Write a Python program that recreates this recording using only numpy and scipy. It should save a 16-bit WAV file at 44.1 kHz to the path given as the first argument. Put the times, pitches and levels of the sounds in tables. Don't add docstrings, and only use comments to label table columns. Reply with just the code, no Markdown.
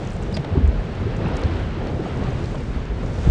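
import sys
import numpy as np
from scipy import signal
from scipy.fft import rfft, irfft, next_fast_len
from scipy.io import wavfile
from scipy.ndimage import uniform_filter1d, map_coordinates

SR = 44100
rng = np.random.default_rng(int(sys.argv[2]) if len(sys.argv) > 2 else 0)


def gain_from_db(level_db):
    decades = np.asarray(level_db, float) / 20
    return 10 ** decades


def file_out(sig):
    cols = np.atleast_2d(sig).T
    lim = np.clip(cols, -1, 1)
    pcm = np.round(lim * 32767).astype(np.int16)
    wavfile.write(sys.argv[1], SR, pcm)


N = 145530


def unit(x):
    return x / np.sqrt(np.mean(x ** 2) + 1e-20)


def along(points, hz):
    f, v = np.transpose(points)
    return np.interp(np.log(hz + 1), np.log(f + 1), v)


def curve(rows):
    return np.interp(np.arange(N) / SR, *np.transpose(rows))


def wobble(rate):
    knots = rng.standard_normal(N // 20)
    return map_coordinates(knots, [np.arange(N) * rate / SR])


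def filtered(x, response):
    m = next_fast_len(len(x) + 8192)
    return irfft(rfft(x, m) * response(np.fft.rfftfreq(m, 1 / SR)), m)[:len(x)]


def peak(f, hz, width_hz):
    return 1j * f * width_hz / (hz * hz - f * f + 1j * f * width_hz)


def add(out, s, x):
    part = out[max(round(s * SR), 0):][:len(x)]
    part += x[:len(part)]


def rush(spectrum, patchy_db):
    z = signal.stft(rng.standard_normal(N), nperseg=512)[2]
    field = uniform_filter1d(rng.standard_normal(z.shape), size=5, axis=0)
    field = uniform_filter1d(field, size=10, axis=1)
    x = signal.istft(z * gain_from_db(patchy_db * unit(field)), nperseg=512)[1][:N]
    return unit(filtered(x, lambda hz: gain_from_db(along(spectrum, hz))))


def bubbles(hz, spread, cycles, rise, scatter_db, count, size):
    u, g = rng.random((count, 2)), rng.standard_normal((count, 1))
    turns = np.clip(hz * np.exp(spread * g), 60, 9500) * np.arange(size) / SR
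    life = turns / cycles
    tone = np.sin(2 * np.pi * turns * (1 + rise * life / 2))
    level = gain_from_db(-scatter_db * np.log(1.02 - u[:, 1:]))
    grain = tone * life * np.exp(-3 * life) * level
    at = (u[:, :1] * N).astype(int) + np.arange(size)
    return unit(np.bincount(at.ravel(), grain.ravel(), minlength=N)[:N])


def wind():
    # t/s, level/dB
    breeze = [(0.0, -56.5), (0.62, -62), (1.04, -62), (1.47, -59.5), (1.89, -59), (2.16, -58), (2.64, -58),
              (2.9, -59), (3.27, -53.5)]
    # f/Hz, level/dB per Hz
    air = [(1500, -30.5), (3500, 1.5), (6000, -0.5), (9000, -8.5), (12000, -18)]
    mist = bubbles(5820, .25, 4, 0.11, scatter_db=6, count=5000, size=128)
    hiss = unit(rush(air, patchy_db=0.2) + gain_from_db(-7.5) * mist)
    return hiss * gain_from_db(curve(breeze) + 2 + 1.4 * wobble(6.9))


def boat():
    # t/s, level/dB
    hull = [(0.0, -32), (0.25, -26), (.46, -33.5), (0.61, -27.5), (0.8, -27.5), (1.02, -26.5),
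            (1.29, -28.5), (1.44, -25.5), (1.58, -23), (1.72, -26.5), (1.84, -25.5), (1.97, -28),
            (2.1, -28), (2.29, -26.5), (2.39, -24), (2.68, -27.5), (2.86, -27.5), (3.2, -25)]
    # f/Hz, level/dB per Hz
    rumble = [(11, -42), (18, -19), (33, 3.5), (54, 1), (91, 0.5), (123, -4.5), (200, -11), (260, -10.5),
              (440, -120)]
    return rush(rumble, patchy_db=0.0) * gain_from_db(curve(hull) + 0.59 * wobble(7.7))


def sea():
    # t/s, level/dB
    surf_swell = [(0, -43), (.45, -43), (.8, -42), (1.0, -39.5), (1.15, -40.5), (1.27, -36.5),
                  (1.45, -36.5), (1.7, -39.5), (1.9, -41), (2.08, -41), (2.22, -39), (2.45, -42.5),
                  (2.75, -43), (3.05, -43), (3.27, -41)]
    # t/s, level/dB
    lap_swell = [(0, -29), (.2, -28.5), (.33, -29.5), (.43, -29.5), (.53, -27), (.575, -24.5), (.64, -30),
                 (.93, -31), (1.11, -28.5), (1.3, -25.5), (1.5, -26.5), (1.75, -32), (1.95, -26.5),
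                 (2.2, -27), (2.45, -28.5), (2.65, -32.5), (2.95, -32.5), (3.27, -28)]
    # f/Hz, level/dB per Hz
    foam = [(350, -43), (700, -6.5), (1080, -6.5), (1400, -5.5), (3000, -13.5), (4500, -21), (7000, -38.5),
            (11000, -58.5)]
    # f/Hz, level/dB per Hz
    slosh = [(59, -18), (100, -4), (140, -4), (200, -8), (260, -12.5), (420, -11), (850, -22), (1600, -40),
             (3300, -79.5)]
    shared = 0.2 * wobble(6.22)
    fizz = bubbles(1732, 0.393, 2.08, 0.27, scatter_db=1.0, count=8000, size=256)
    surf = unit(rush(foam, patchy_db=0.02) + gain_from_db(-7) * fizz)
    surf = surf * gain_from_db(curve(surf_swell) + shared + 0.79 * wobble(16))
    gurgle = bubbles(401, 0.607, 4.19, 0.27, scatter_db=2, count=1200, size=2000)
    laps = unit(rush(slosh, patchy_db=1.3) + gain_from_db(-10) * gurgle)
    laps = laps * gain_from_db(curve(lap_swell) + shared + 0.9 * wobble(12))
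    return surf + laps


def spray():
    # t/s, peak level/dB, f/Hz
    ticks = [(.051, -38, 6800), (.074, -35.5, 6360), (.088, -42, 7500), (.105, -34, 5500),
             (0.118, -42, 7500), (.122, -43, 7200), (.145, -44, 7500), (.219, -43, 7000), (.133, -39, 7500),
             (0.139, -38, 7400), (0.166, -36, 6540), (.226, -37, 7200), (0.234, -36, 6540),
             (0.677, -36, 7250), (0.953, -42, 6900), (1.166, -37, 6500), (1.171, -43, 6500),
             (1.214, -48, 6500), (1.283, -43, 5600), (1.285, -42, 7950), (1.356, -42, 8000),
             (1.368, -30, 5960), (1.371, -30.5, 6500), (1.394, -39, 7000), (1.414, -44, 9000),
             (1.417, -37, 6600), (1.436, -30, 5000), (1.634, -47, 8500), (1.854, -48, 7000),
             (1.872, -37.5, 5300), (2.443, -38.5, 5000), (1.871, -32, 3280), (2.088, -45, 7000),
             (2.173, -36, 5000), (2.239, -39, 6000), (2.307, -40, 5500), (2.345, -46, 7000),
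             (2.458, -36, 4500), (2.458, -45, 7300), (3.063, -37, 5500), (3.28, -40, 5500),
             (2.608, -41, 8000), (2.855, -40, 5500)]
    # t/s, peak level/dB, f/Hz, T60/s
    drips = [(.315, -37, 2900, 0.02), (.371, -23.5, 610, 0.079), (1.064, -22.5, 364, 0.22),
             (1.26, -25, 2700, 0.014), (1.437, -23.5, 4100, 0.011), (2.06, -24.5, 687, 0.067),
             (2.544, -27, 1010, 0.036), (2.545, -23.5, 590, 0.035), (2.547, -30, 1400, .03),
             (3.259, -31, 764, 0.022), (.446, -30, 800, 0.027), (1.268, -21, 850, 0.024),
             (1.274, -30, 2700, .015), (1.336, -35, 5040, .012), (1.883, -34, 4250, .015),
             (2.064, -40, 6600, 0.013), (2.328, -44.5, 7200, .015), (2.443, -29, 4160, 0.011),
             (2.555, -32, 3000, 0.011), (2.8, -45, 6600, .012), (3.229, -38, 6260, .012)]
    tick_t60_s, tick_width = 0.0033, 0.44
    echo_s, echo_db = 0.0026, -11
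    out, t = np.zeros(N), np.arange(4096) / SR
    for s, db, hz in ticks:
        crack = gain_from_db(-60 * t / tick_t60_s) * np.sign(rng.standard_normal(len(t)))
        crack[0] = 5.6
        crack += gain_from_db(echo_db) * np.roll(crack, round(echo_s * SR))
        crack = filtered(crack, lambda f: peak(f, hz, tick_width * hz) ** 2)
        add(out, s, gain_from_db(db + 1.5) * crack / abs(crack).max())
    for s, db, hz, t60 in drips:
        fade = gain_from_db(db - 60 * t / t60) * (1 - np.exp(-t / 0.00078))
        glide = t * (1 + 3 * t) + 0.00003 * wobble(500)[:len(t)]
        add(out, s, fade * np.sin(2 * np.pi * hz * glide))
    return out


def gusts():
    # t/s, peak level/dB, f/Hz, length/cycles
    eddies = [(0.401, -12.5, 133, 1.74), (0.614, -20.5, 233, 2.6), (0.536, -14.5, 92, 2.2),
              (0.647, -6, 69.4, 2), (.687, -8, 62.7, 1.5), (0.743, -18.5, 49.3, 2.6),
              (0.791, -13.5, 47.3, 2.1), (1.26, -18, 171, 4), (1.456, -9, 81, 1.5), (1.52, -17, 67, 1.2),
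              (1.543, -15, 94, 2.4), (1.6, -19, 89.5, 1.2), (1.999, -18.5, 370, 3.5), (.065, -30, 101, 1.3),
              (0.276, -19, 62, 1.5), (0.339, -20, 90, 2), (.33, -23.5, 184, 3.5), (1.002, -19, 85, 2),
              (1.07, -19, 101, 3.2), (1.351, -18.5, 65, 1.9), (1.5, -28, 328, 13.4),
              (1.87, -28.5, 305, 6.9), (2.2, -25, 266, 8), (.22, -33, 460, 8.3), (1.44, -28.5, 510, 13),
              (1.775, -24.5, 325, 3.1), (1.821, -28.5, 500, 5.8), (2.175, -24, 129, 2.8),
              (2.35, -19.5, 103, 4.3), (2.765, -19, 60, 3.3), (3.049, -20.5, 129, 3.6),
              (3.19, -16, 81, 1.1), (2.288, -15, 131, 3.2), (2.918, -18.5, 51.7, 3.4),
              (3.268, -8.5, 57.4, 1.5), (3.278, -2.5, 110, 0.35), (3.301, -1.5, 45.2, 0.85)]
    # t/s, peak
    # level/dB, f/Hz, length/cycles
    thumps = [
        (.374, -21, 200, 2.2),
        (.56, -19, 390, 5),
        (.5768, -5.5, 105, .75),
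        (.578, -16, 260, 2.5),
        (.591, -11, 85, 1.3),
    ]
    flutter_hz, flutter_db = 212, -23.5
    out, t = np.zeros(N), np.arange(-SR // 10, SR // 10) / SR
    for s, db, hz, cycles in eddies + thumps:
        noise = rng.standard_normal(len(t))
        flutter = unit(filtered(noise, lambda f: peak(f, flutter_hz, flutter_hz) ** 2))
        swell = gain_from_db(db - 22.5 * (t * hz / cycles) ** 2)
        add(out, s + t[0], swell * (np.cos(2 * np.pi * hz * t) + gain_from_db(flutter_db) * flutter))
    return out


def mechanism():
    # t/s, peak level/dB, T60/s, brightness/dB per octave
    blows = [
        (0.326, -30.5, 0.031, 5.5),
        (.3683, -18, 0.019, -0.5),
        (.3715, -18, 0.021, -6.5),
        (0.395, -33, .015, -6),
        (0.4455, -28, 0.013, -5),
        (.4475, -24.5, 0.026, -6.5),
    ]
    # f/Hz, width/Hz, level/dB
    case = [(715, 140, 2.5), (2130, 600, 6), (3660, 670, 9), (5750, 2400, -1.5), (8500, 1700, -13)]
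    # f/Hz, level/dB
    spring = [(4250, -9.5), (4802, 3), (4940, -8), (5038, -7), (5350, -7.5), (6400, -26.5), (9600, -28.5)]
    # t/s, level/dB
    whirr = [(.32, -100), (.33, -56), (.34, -50), (.343, -35), (.355, -35), (.3575, -58), (.361, -42),
             (.378, -52), (.41, -100)]
    out, t = np.zeros(N), np.arange(4096) / SR
    for s, db, t60, tilt_db in blows:
        burst = gain_from_db(-60 * t / t60) * (1 - np.exp(-t / 0.00038)) * rng.standard_normal(len(t))
        burst[0] = 6

        def body(f):
            modes = sum((-1) ** k * gain_from_db(d) * peak(f, c, w) for k, (c, w, d) in enumerate(case))
            return gain_from_db(tilt_db * np.log2(f / 3000 + 0.032)) * (0.19 + modes)

        burst = filtered(burst, body)
        add(out, s, gain_from_db(db) * burst / abs(burst).max())
    t = np.arange(N) / SR
    ring = unit(sum(gain_from_db(db) * np.sin(2 * np.pi * hz * t + 0.7 * wobble(300)) for hz, db in spring))
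    scrape = unit(filtered(rng.standard_normal(N), lambda f: peak(f, 3700, 5000) ** 2))
    return out + gain_from_db(curve(whirr)) * (ring + gain_from_db(-12) * scrape)


def scene():
    return (wind() + boat() + sea() + spray() + gusts() + mechanism())[None]


def band_limit(x):
    return signal.sosfilt(signal.butter(12, 13820, fs=SR, output="sos"), x)


def record(dry):
    # f/Hz, level/dB
    rolloff = [(8000, 0), (9500, -3.5), (10300, -11.5), (10800, -18), (11025, -25.5)]
    # f/Hz, level/dB
    mirror = [(11025, -8), (11600, -5), (12300, -19.5), (13500, -21.5), (14200, -61.5)]
    fold_hz = SR / 4
    padded = np.pad(dry[0], (0, SR // 10), "reflect")

    def band(hz):
        return (hz < fold_hz) * gain_from_db(along(rolloff, hz)) * hz ** 2 / (hz ** 2 + 15 ** 2)

    low = filtered(padded, band)
    flipped = low * np.cos(np.pi * np.arange(len(low)))
    image = filtered(flipped, lambda hz: (hz > fold_hz) * gain_from_db(along(mirror, hz)))
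    return band_limit((low + image)[None, :N])


dry = scene()
out = record(dry)
file_out(out)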